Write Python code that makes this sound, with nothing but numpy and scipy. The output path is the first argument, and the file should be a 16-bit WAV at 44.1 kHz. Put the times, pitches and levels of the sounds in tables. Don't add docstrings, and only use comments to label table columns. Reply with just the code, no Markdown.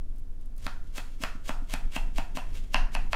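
import sys
import numpy as np
from scipy import signal
from scipy.fft import rfft, irfft, next_fast_len
from scipy.io import wavfile
from scipy.ndimage import uniform_filter1d, map_coordinates

SR = 44100
rng = np.random.default_rng(int(sys.argv[2]) if len(sys.argv) > 2 else 0)


def output_pcm(signal):
    pcm = np.clip(np.atleast_2d(signal).T, -1, 1) * 32767
    wavfile.write(sys.argv[1], SR, np.round(pcm).astype(np.int16))


def convert_level_to_amplitude(level_db):
    exponent = np.asarray(level_db, float) / 20
    return 10 ** exponent


N = 138915

# (knock t/s, knock level/dB, crunch level/dB, crunch length/s, hollow slab tone level/dB)
STROKES = [(0.6661, -23, -48, 0.1, -7.5), (0.9816, -29, -43.5, 0.076, -7), (1.2369, -18, -40, 0.065, -9),
           (1.4926, -24.5, -43, 0.074, -1), (1.7386, -24.5, -40, 0.082, -3), (1.9637, -29.5, -41, 0.078, 5),
           (2.1831, -25.5, -41.5, 0.051, 1), (2.3714, -26, -42.5, 0.039, -0.5),
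           (2.7441, -12, -44, 0.037, -5.5), (2.9506, -22.5, -46.5, 0.049, -2),
           (3.1313, -16, -47.5, 0.038, -4)]
# (blade level/dB, rind level/dB, crack level/dB)
GRIP = [(-13.5, -0.5, -18), (-6, -1, -17), (-6, -2.5, -19.5), (-6, 1, -20), (-3, -3, -13), (4.5, -2, -15),
        (-2.5, -3, -24), (-2, -4, -30), (-4, -5.5, -26.5), (-2, -6.5, -19.5), (-3.5, 0, -29)]
# (f/Hz, level/dB, time to fall 60 dB/s)
BLADE = [(2607, 3.5, 0.013)]


def unit(x):
    return x / np.sqrt(np.mean(x ** 2) + 1e-20)


def along(points, hz):
    f, value = np.transpose(points)
    return np.interp(np.log(hz + 1), np.log(f + 1), value)


def coloured(x, gain):
    m = next_fast_len(N + 8192)
    spectrum = rfft(x, m) * gain(np.fft.rfftfreq(m, 1 / SR))
    return unit(irfft(spectrum, m)[:N])


def wobble(rate):
    points = rng.standard_normal(int(N * rate / SR) + 4)
    return map_coordinates(points, [np.arange(N) * rate / SR])


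def add(track, s, sound):
    part = track[round(s * SR):][:len(sound)]
    part += sound[:len(part)]


def ring(modes, attack_s):
    scatter_db, detune = 0.8, 0.015
    t = np.arange(SR // 8) / SR
    draw = rng.standard_normal((len(modes), 2))
    total = np.zeros(len(t))
    for k, ((hz, db, t60), (a, b)) in enumerate(zip(modes, draw)):
        decay = convert_level_to_amplitude(db + scatter_db * a - 60 * t / t60)
        tone = np.sin(2 * np.pi * hz * (1 + detune * b) * t)
        total += (-1) ** k * decay * tone
    return total * (1 - np.exp(-t / attack_s))


def crunch():
    # (f/Hz, level/dB per Hz)
    crunch_colour = [(250, -29), (500, -10), (1900, -14), (3500, -12.5), (7100, -13.5), (11000, -20.5),
                     (15500, -22), (17000, -64)]
    # (end t/s, level/dB, length/s)
    rubs = [
        (0.207, -75, .07),
        (0.442, -72.5, 0.045),
        (.47, -72, 0.023),
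        (0.617, -68.5, 0.045),
        (0.892, -73, 0.044),
        (1.163, -73, 0.058),
        (2.604, -56, 0.078),
        (2.665, -68, 0.049),
    ]
    grains_per_s, grain_spread_db, clump_db = 10000, 2, 1.8
    blade_width_hz, blade_in_crunch_db = 930, -7.5
    rise_power, ease = 2.6, 0.13
    drag_from_s, drag_db = 0.69, -71
    t = np.arange(N) / SR

    happens = rng.random(N) < grains_per_s / SR
    bursts = happens * rng.standard_normal(N) * convert_level_to_amplitude(grain_spread_db * rng.exponential(size=N))
    grains = coloured(bursts * convert_level_to_amplitude(clump_db * wobble(110)), lambda hz: convert_level_to_amplitude(along(crunch_colour, hz)))
    grip_db = np.interp(t, [row[0] for row in STROKES], [row[0] for row in GRIP])
    blade = coloured(grains, lambda hz: np.exp(-((hz - BLADE[0][0]) / blade_width_hz) ** 2))
    grains = grains + convert_level_to_amplitude(blade_in_crunch_db + grip_db) * blade

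    speed = np.zeros(N)
    for s, _, db, length, _ in STROKES:
        u = np.clip(1 + (t - s) / length, 0, 1)
        swell = u ** rise_power * (1 - ease * u ** 5)
        dying = convert_level_to_amplitude(-60 * np.clip(t - s, 0, 1) / 0.05)
        speed += convert_level_to_amplitude(db) * swell * dying
    rub = np.zeros(N)
    for s, db, length in rubs:
        rub += convert_level_to_amplitude(db) * np.sin(np.pi * np.clip(1 + (t - s) / length, 0, 1))
    drag = convert_level_to_amplitude(drag_db + 2.9 * wobble(14)) * (t > drag_from_s)
    return room(grains * (speed + np.abs(rub) + drag), -6)[:N]


def knocks():
    # (f/Hz, level/dB, time to fall 60 dB/s)
    plate = [(1757.2, 0.5, 0.006), (3224, -3.5, 0.0051), (4110, 0, 0.0023), (5400, 2, 0.0013),
             (7140, -12, 0.0031), (9700, 0, 0.00074), (12900, -26, 0.0023)]
    slab = [(581.5, -10.5, 0.014), (726, 2, 0.021), (964, -0.5, 0.023)]
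    rind = [(1302, 4, 0.0069), (1435, -1.5, 0.021)]
    out, t = np.zeros(N), np.arange(SR // 50) / SR
    for (s, db, _, _, slab_db), (blade_db, rind_db, crack_db) in zip(STROKES, GRIP):
        parts = [(plate, 0), (BLADE, blade_db), (slab, slab_db), (rind, rind_db)]
        modes = sorted((hz, level + more, t60) for part, more in parts for hz, level, t60 in part)
        add(out, s, room(convert_level_to_amplitude(db - 1.5) * ring(modes, 0.00015), -5))
        snap = uniform_filter1d(rng.choice([-1., 1.], len(t)), size=3)
        add(out, s, convert_level_to_amplitude(db + 19.5 + crack_db - 60 * t / 0.0045) * snap)
    return out


def ticks():
    # (t/s, peak level/dB)
    cells = [
        (0.0952, -57),
        (0.16, -50),
        (0.183, -49),
        (0.1964, -49),
        (0.4125, -50),
        (0.4584, -50),
        (0.564, -47),
        (0.5798, -39.5),
    ]
    centre_hz, width_hz = 11200, 7900
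    out, t = np.zeros(N), np.arange(SR // 50) / SR
    bright = coloured(rng.standard_normal(N), lambda hz: np.exp(-((hz - centre_hz) / width_hz) ** 2))
    for s, db in cells:
        add(out, s, convert_level_to_amplitude(db - 12 - 60 * t / 0.023))
    return out * bright


def thuds():
    # (t/s, peak level/dB)
    pushes = [(0.664, -43), (0.982, -47.5), (1.206, -45), (1.235, -41.5), (1.352, -47), (1.495, -39.5),
              (1.622, -46), (1.737, -38.5), (1.862, -53), (1.964, -38.5), (2.089, -56.5), (2.186, -40.5),
              (2.35, -45.5), (2.37, -42), (2.52, -53), (2.747, -38), (2.859, -59), (2.954, -47.5),
              (3.13, -57)]
    # (f/Hz, level/dB, time to fall 60 dB/s)
    table_top = [(254.4, 4.5, 0.055), (173, -4.5, 0.12), (299, 2.5, 0.029), (114, -16, 0.039),
                 (434, -18, 0.0099)]
    out = np.zeros(N)
    for s, db in pushes:
        add(out, s - 0.004, convert_level_to_amplitude(db + 9) * ring(sorted(table_top), 0.0035))
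    return out


def room(sound, wet_db):
    # (f/Hz, time to fall 60 dB/s)
    ring_time = [(200, 0.9), (700, 0.36), (1500, 0.48), (2600, 0.31), (5000, 0.34), (12000, 0.32)]
    # (delay/s, level/dB)
    walls = [(.0017, -9), (.004, -9), (.0095, -9.5), (0.0121, -7.5), (0.015, -8.5), (.021, -14),
             (.028, -25.5)]
    wall_smear = np.hanning(12) / 5.5
    rise_s = 0.012
    hz, t, z = signal.stft(rng.standard_normal(SR // 2), SR, nperseg=256)
    dying = convert_level_to_amplitude(-60 * t / along(ring_time, hz)[:, None])
    tail = signal.istft(z * dying, SR, nperseg=256)[1]
    tail *= 1 - np.exp(-(np.arange(len(tail)) / SR / rise_s) ** 2)
    answer = convert_level_to_amplitude(wet_db) * tail / np.linalg.norm(tail)
    answer[0] += 1
    for k, (delay, db) in enumerate(walls):
        add(answer, delay, convert_level_to_amplitude(db) * (-1) ** k * wall_smear)
    return signal.fftconvolve(sound, answer)


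def stand():
    # (t/s, f/Hz, level/dB)
    shake = [(0.0, 20.1, -29), (0.25, 18.46, -31.5), (1.46, 18.6, -33), (1.6, 20.2, -24.5),
             (1.7, 22.6, -34), (1.85, 17.7, -22), (1.94, 15.2, -32), (2.05, 23.2, -22), (2.13, 21.2, -28),
             (2.18, 19.5, -24), (2.32, 19.5, -32.5), (2.62, 19.5, -26), (2.68, 19.35, -36.5),
             (2.8, 21, -17), (2.85, 21.9, -21), (2.89, 19.7, -32), (3.01, 20.3, -19.5), (3.15, 14, -34.5)]
    # (f/Hz, level/dB per Hz)
    sway_colour = [(2, 4), (6, -8.5), (10, -5), (15, -9), (25, -120)]
    # (f/Hz, level/dB per Hz)
    rumble_colour = [(15, -37), (27, 2.5), (45, -17), (100, -22), (250, -30), (500, -44), (900, -120)]
    sway_db, rumble_db = -34, -41
    rumble_follows, rumble_db_per_s = 0.53, 2
    s, hz, db = np.transpose(shake)
    t = np.arange(N) / SR
    level_db = np.interp(t, s, db)
    turns = np.cumsum(np.interp(t, s, hz)) / SR
    rock = np.sqrt(2) * convert_level_to_amplitude(level_db) * np.sin(2 * np.pi * turns - 0.8)
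    sway = coloured(rng.standard_normal(N), lambda f: convert_level_to_amplitude(along(sway_colour, f)))
    rumble = coloured(rng.standard_normal(N), lambda f: convert_level_to_amplitude(along(rumble_colour, f)))
    effort_db = rumble_follows * (level_db - level_db.mean()) + rumble_db_per_s * (t - t.mean())
    return rock + convert_level_to_amplitude(sway_db) * sway + convert_level_to_amplitude(rumble_db + effort_db) * rumble


def floor():
    # (f/Hz, level/dB per Hz)
    air = [(18, -45), (30, -1), (40, -5), (48, -49), (81, -23), (208, -39), (244, -28), (309, -37.5),
           (700, -46), (910, -84), (1540, -120)]
    # (f/Hz, level/dB per Hz)
    hiss_colour = [(290, -13), (500, -21), (698, -10), (750, -13.5), (1840, -19), (1950, -22),
                   (15900, -31.5)]
    air_db, fan_db, hiss_db = -43.5, -52, -68.5
    fan_hz, fan_width_hz = 74.2, 4.8
    a, b, c = rng.standard_normal((3, N))
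    hum = convert_level_to_amplitude(air_db + 0.84 * wobble(5)) * coloured(a, lambda hz: convert_level_to_amplitude(along(air, hz)))
    fan = convert_level_to_amplitude(fan_db) * coloured(b, lambda hz: 1 / (1 + ((hz - fan_hz) / fan_width_hz) ** 2))
    hiss = convert_level_to_amplitude(hiss_db) * coloured(c, lambda hz: convert_level_to_amplitude(along(hiss_colour, hz)))
    return hum + fan + hiss


def scene():
    return (crunch() + knocks() + ticks() + thuds() + stand() + floor())[None]


def roll_off(x):
    return signal.sosfilt(signal.butter(12, 16510, fs=SR, output="sos"), x)


def record(dry):
    # (f/Hz, level/dB)
    mic = [(100, -1), (11000, 1), (14000, -1), (15900, -5)]
    top_hz = 15950
    m = next_fast_len(N + 8192)
    hz = np.fft.rfftfreq(m, 1 / SR)
    spectrum = rfft(dry, m) * convert_level_to_amplitude(along(mic, hz)) * (hz < top_hz)
    return roll_off(irfft(spectrum, m)[..., :N])


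dry = scene()
out = record(dry)
output_pcm(out)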